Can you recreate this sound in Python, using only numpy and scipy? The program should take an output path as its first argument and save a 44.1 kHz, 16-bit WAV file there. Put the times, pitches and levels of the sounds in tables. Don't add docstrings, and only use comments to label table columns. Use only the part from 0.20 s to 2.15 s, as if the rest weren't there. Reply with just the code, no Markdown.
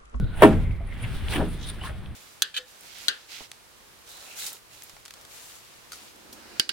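import sys
import numpy as np
from scipy import signal
from scipy.fft import rfft, irfft
from scipy.io import wavfile
from scipy.ndimage import uniform_filter1d

SR = 44100
rng = np.random.default_rng(int(sys.argv[2]) if len(sys.argv) > 2 else 0)


def waveform_to_disk(signal):
    frames = np.transpose(np.atleast_2d(signal))
    scaled = np.clip(frames, -1, 1) * 32767
    samples = np.round(scaled).astype(np.int16)
    wavfile.write(sys.argv[1], SR, samples)


N = 85995
FREQS = np.arange(N + 1) * SR / (2 * N)
SKEW = np.array([[-.5], [.5]])
SPREAD_CYCLES = 15.5

# start in seconds, level in dB, contact low-pass in Hz.
BOOT_BLOWS = [(0.2221, 3, 2900), (0.232, 4, 880), (0.2352, 3.5, 2950), (0.2477, 0, 1170), (1.164, -14, 315),
              (1.188, -13, 280), (1.222, -8.5, 398)]
# frequency in Hz, level in dB.
CLOTH_SPECTRUM = [(300, 3.5), (1000, -0.5), (1500, 4.5), (2200, 2.5), (3500, 0), (5000, -77), (7000, -20),
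                  (16000, -30.5)]


def undb(db):
    return 10 ** (np.asarray(db) / 20)


def since(start):
    return np.maximum(np.arange(N) / SR - start, 0)


def gains(points):
    hz, db = np.array(points, float).T
    return undb(np.interp(np.log(np.maximum(FREQS, 1)), np.log(hz), db))


def colour(x, gain):
    return irfft(rfft(x, 2 * N) * gain)[..., :N]


def noise(points):
    # frequency in Hz, side relative to mid in dB.
    width = [(30, -1), (70, -4.5), (130, -4.5), (350, -11), (700, -13.5), (1300, -10), (2400, -4.5),
             (4400, -4.5), (8500, 1), (15000, -4)]
    mid, side = colour(rng.standard_normal((2, N)), gains(points))
    stereo = mid + colour(side, gains(width)) * np.array([[1], [-1]])
    return stereo / np.std(mid)


def walk(per_s):
    hold = max(int(SR / per_s), 1)
    wander = uniform_filter1d(rng.standard_normal(N)[np.arange(N) // hold], hold)
    return wander / np.std(wander)


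def swells(rows):
    envelope = 0
    for peak, rise, fall, db in rows:
        t = since(0) - peak
        envelope = envelope + undb(db) * np.exp(np.minimum(t / rise, -t / fall))
    return envelope


def mode(hz, t, skew_rad_per_khz=0.96):
    return np.sin(2 * np.pi * hz * t + skew_rad_per_khz * hz / 1000 * SKEW)


def wind():
    # time in seconds, level in dB.
    gusts = [(0, -24.5), (0.13, -35), (0.36, -24.5), (0.5, -31), (0.68, -39), (0.82, -37.5), (0.93, -30),
             (1.0, -33.5), (1.199, -28.5), (1.3, -34.5), (1.42, -37), (1.721, -38.5), (1.801, -37.5),
             (1.95, -38)]
    # frequency in Hz, level in dB.
    rumble = [(12, -4.5), (25, -6.5), (36, 3.5), (50, -3), (85, -2.5), (130, -8), (190, -13), (280, -20.5),
              (500, -31), (1500, -65)]
    times, db = np.array(gusts).T
    return undb(np.interp(since(0), times, db)) * noise(rumble)


def water(glide_per_s=1.3, rough_rad=1.05, onset_s=0.0015):
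    # start in seconds, pitch in Hz, level in dB, decay in seconds.
    bubbles = [(0.605, 657, -36.5, 0.014), (1.612, 2960, -32, 0.01), (1.614, 791, -40.5, 0.028),
               (1.635, 1043, -32, 0.015), (1.650, 1032, -32.5, 0.012), (1.692, 593, -38.5, 0.037)]
    # frequency in Hz, level in dB.
    ripples = [(150, 4), (300, -4), (500, -9.5), (1000, -11.5), (1500, -14), (2300, -20), (3300, -37.5),
               (5000, -50.5), (7000, -48.5), (9500, -42), (12000, -47), (16000, -62)]
    out = undb(-47) * (1 + .1 * walk(per_s=17)) * noise(ripples)
    for (start, hz, db, decay), skew_rad in zip(bubbles, rng.standard_normal(len(bubbles))):
        t = since(start)
        phase = 2 * np.pi * hz * (t + glide_per_s * t ** 2 / 2) + rough_rad * walk(per_s=400)
        envelope = np.exp(-t / decay) * (1 - np.exp(-t / onset_s))
        out = out + undb(db) * envelope * np.sin(phase - skew_rad * SKEW)
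    return out


def brushes(rows, catch_db=3.2):
    out = 0
    rub = noise([(20, 0), (20000, 0)])
    for middle, half_length, hz, db, width in rows:
        band = colour(rub, 1 / (1 + ((FREQS / hz - 1) / width) ** 2))
        envelope = np.exp(-((since(0) - middle) / half_length) ** 2)
        out = out + undb(db) * envelope * band / np.std(band)
    return out * undb(catch_db * walk(per_s=170))


def squeaks():
    # middle and half length in seconds, frequency in Hz, level in dB, relative bandwidth.
    squeak_bands = [(0.08, 0.22, 1466, -52.5, .045), (0.087, 0.1, 3810, -58, 0.11),
                    (0.47, 0.17, 2130, -52.5, 0.085), (0.738, 0.053, 2070, -51.5, 0.073),
                    (0.845, 0.012, 2160, -36.5, 0.057), (1.688, 0.027, 1510, -42.5, 0.21)]
    return brushes(squeak_bands)


def swishes():
    # middle and half length in seconds, frequency in Hz, level in dB, relative bandwidth.
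    swish_bands = [(0.175, 0.022, 9600, -51, 0.1), (0.322, 0.021, 1600, -38.5, 0.62),
                   (0.68, 0.015, 9800, -57, 0.03), (0.825, 0.016, 9540, -47.5, 0.061),
                   (1.31, 0.05, 9700, -53.5, 0.13), (1.422, 0.031, 6040, -54, 0.23),
                   (1.458, .068, 3580, -47, 0.12), (1.493, 0.024, 9350, -43.5, 0.041),
                   (1.66, .04, 9200, -52.5, 0.044)]
    return brushes(swish_bands)


def ticks(decay_s=0.0021):
    # start in seconds, level in dB, peak frequency in Hz.
    bursts = [(0.2226, -7, 13900), (0.235, -17, 10400), (0.2375, -22, 9500), (0.286, -30, 3076),
              (0.509, -35.5, 2450), (0.842, -31.5, 2540), (0.85, -33, 3530), (1.0843, -27, 3440),
              (1.637, -29.5, 2900), (1.86, -39, 3440)]
    out, grit = 0, noise(CLOTH_SPECTRUM)
    for start, db, hz in bursts:
        t = since(start)
        burst = undb(db) * (t > 0) * np.exp(-t / decay_s) * grit
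        out = out + colour(burst, gains([(hz / 3, -18), (hz, 5), (hz * 2, -18)]))
    return out


def rubbing(grit_db=3.0, fold_db=2.0, grain_db=-0.5):
    # peak, rise and fall in seconds, rasp and judder levels in dB.
    scuffs = [(0.2245, 0.002, 0.012, -25, -14), (0.237, 0.0094, 0.018, -21.5, -18.5),
              (0.21, 0.041, 0.009, -41, -39.5), (1.132, 0.012, 0.051, -36, -60),
              (1.162, 0.022, 0.01, -33, -62), (1.212, 0.051, 0.024, -61, -29)]
    # peak, rise and fall in seconds, body and hiss levels in dB.
    rustles = [(0.42, 0.34, 0.069, -50.5, -61), (0.741, 0.032, 0.14, -54.5, -103),
               (0.846, 0.022, 0.023, -43.5, -55.5), (0.95, 0.17, 0.68, -45.5, -51.5),
               (1.122, 0.025, 0.027, -42, -40), (1.5, 0.03, 0.016, -49, -45.5),
               (1.658, 0.035, 0.04, -43.5, -51)]
    # frequency in Hz, dB.
    rasp_spectrum = [(300, -1), (900, 4), (1150, -0.5), (1700, 2.5), (3200, 3), (4500, -17), (6800, -24),
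                     (9500, -6), (11500, -26.5), (16000, -15)]
    judder_spectrum = [(150, -19), (350, 2), (800, 3.5), (1100, -7), (1700, -4), (2500, -40), (6000, -61)]
    hiss_spectrum = [(1500, -28), (3600, 7), (5000, -1.5), (7000, -11.5), (8500, -5), (9500, 1),
                     (11500, -12.5), (16000, -10)]

    def layer(strokes, level_column, spectrum):
        return swells((*row[:3], row[level_column]) for row in strokes) * noise(spectrum)

    rasp = layer(scuffs, 3, rasp_spectrum) * undb(grit_db * walk(per_s=1400))
    judder = layer(scuffs, 4, judder_spectrum)
    body = layer(rustles, 3, CLOTH_SPECTRUM)
    hiss = layer(rustles, 4, hiss_spectrum) * undb(fold_db * walk(per_s=45))
    return (rasp + judder + body + hiss) * undb(grain_db * walk(per_s=850))


def bumps(decay_cycles=1.33):
    # start in seconds, level in dB, frequency in Hz. The buffet comes at 1.036 s.
    thuds = [(0.001, -19, 198.3), (0.026, -12.5, 131), (0.254, -18, 109), (0.314, -8, 212),
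             (0.337, -14, 317), (0.495, -14, 95), (0.824, -23.5, 108), (0.841, -19.5, 104),
             (1.036, -19, 63.5), (1.157, -18, 340), (1.184, -16, 322), (1.199, -10.5, 293),
             (1.208, -24, 87), (1.215, -18, 182), (1.239, -18.5, 243), (1.273, -18, 176), (1.317, -32, 156),
             (1.35, -24, 151), (1.703, -26, 66)]
    out = 0
    for start, db, hz in thuds:
        cycles = since(start) * hz
        envelope = np.exp(-cycles / decay_cycles) * (1 - np.exp(-2 * np.pi * cycles))
        out = out + undb(db) * envelope * np.sin(2 * np.pi * cycles)
    return out


def bending_wave(lead_s=.023, skew_rad=0.3, cutoff_hz=900):
    # frequency in Hz, relative level in dB.
    spectrum = [(25, -17), (60, -7), (120, -13), (170, -11.5), (230, -12.5), (315, 5.5), (420, -23),
                (520, -44), (900, -51)]
    magnitude = undb(39.5) * gains(spectrum) / (1 + (FREQS / cutoff_hz) ** 2)
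    group_delay = np.maximum(SPREAD_CYCLES / np.maximum(FREQS, 20) - lead_s, 0)
    phase = 2 * np.pi * np.cumsum(group_delay[::-1])[::-1] * FREQS[1]
    return irfft(magnitude * np.exp(1j * (phase + skew_rad * SKEW)))[:, :N]


def hull(lag_s=0.088, rise_s=0.15):
    # start in seconds, level in dB.
    loads = [(0.225, 4.5), (1.144, -18), (1.178, -16.5)]
    # frequency in Hz, level in dB, time to fall 60 dB in seconds.
    hull_modes = [(34.43, -4, 0.71), (61.27, -15.5, 1.0), (90.3, -14.5, 0.96), (144.3, -3, 0.4)]
    t = since(0)
    ringing = sum(undb(db - 60 * t / t60) * mode(hz, t) for hz, db, t60 in hull_modes)
    boom = ringing * (1 - np.exp(-since(lag_s) / rise_s))
    force = np.zeros(N)
    for start, db in loads:
        force[int(start * SR)] += undb(db)
    return signal.fftconvolve(force[None], bending_wave() + boom, axes=1)[:, :N]


def panel(lead_s=0.0343, rise_cycles=0.75):
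    # frequency in Hz, relative level in dB, time to fall 60 dB in seconds.
    deck_modes = [(181.5, -16, 0.53), (230.5, -12, 0.46), (319.4, -4, 0.2), (413, 2, 0.147),
                  (535, -10.5, 0.24), (634, -7, 0.27), (797.4, -13.5, 0.23), (933.7, 0, 0.089),
                  (1048, -10, 0.069), (1115, -4, 0.07), (1360, -9, 0.13), (1490, -5, 0.093),
                  (1807, -2, 0.077), (2284, -11, 0.14), (2696, -12, 0.092)]
    out, first_blow = 0, BOOT_BLOWS[0][0]
    for hz, db, t60 in deck_modes:
        energy, delay = 0, max(SPREAD_CYCLES / hz - lead_s, 0)
        for start, blow_db, contact_hz in BOOT_BLOWS:
            t = since(start + delay)
            drive = undb(blow_db) / (1 + (hz / contact_hz) ** 2)
            envelope = (1 - np.exp(-t * hz / rise_cycles)) * undb(-60 * t / t60)
            energy = energy + (drive * envelope) ** 2
        out = out + undb(db) * np.sqrt(energy) * mode(hz, since(first_blow))
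    return undb(-13) * out


def crack(left_lag_s=0.00011):
    # frequency in Hz, relative level in dB.
    spectrum = [(100, -19), (300, -3), (600, 10), (950, 11.5), (1500, -14.5), (3000, -6), (5000, -43),
                (7000, -16), (9500, -17), (11500, -16), (16000, -41)]
    cepstrum = irfft(np.log(gains(spectrum)))
    cepstrum[1:N] *= 2
    cepstrum[N + 1:] = 0
    lag_cycles = FREQS * left_lag_s * np.array([[1], [0]])
    return irfft(np.exp(rfft(cepstrum) - 2j * np.pi * lag_cycles))[:, :N]


def knocks(wash_t60_s=0.43, wash_cutoff_ratio=3.5):
    # frequency in Hz, relative level in dB.
    wash_spectrum = [(100, 6.5), (250, 10), (700, -2.5), (1300, -9.5), (3000, -18.5), (5500, -32),
                     (9500, -27.5), (16000, -38)]
    force, wash = np.zeros(N), 0
    for start, db, contact_hz in BOOT_BLOWS:
        t = since(start)
        push = t * np.exp(-2 * np.pi * contact_hz * t)
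        force += undb(db) * push / push.sum()
        dulled = colour(noise(wash_spectrum), 1 / np.hypot(1, FREQS / (wash_cutoff_ratio * contact_hz)))
        wash = wash + (t > 0) * undb(db - 60 * t / wash_t60_s) * dulled
    cracks = signal.fftconvolve(force[None], crack(), axes=1)[:, :N]
    return undb(19) * cracks + undb(-23.5) * wash


def scene():
    impacts = knocks() + panel() + hull()
    friction = rubbing() + squeaks() + swishes()
    return impacts + bumps() + friction + ticks() + water() + wind()


def record(dry):
    rounded = dry / (1 + dry ** 6) ** (1 / 6)
    low_pass = signal.ellip(8, .2, 70, 16000, fs=SR, output="sos")
    return signal.sosfilt(low_pass, rounded)


dry = scene()
out = record(dry)
waveform_to_disk(out)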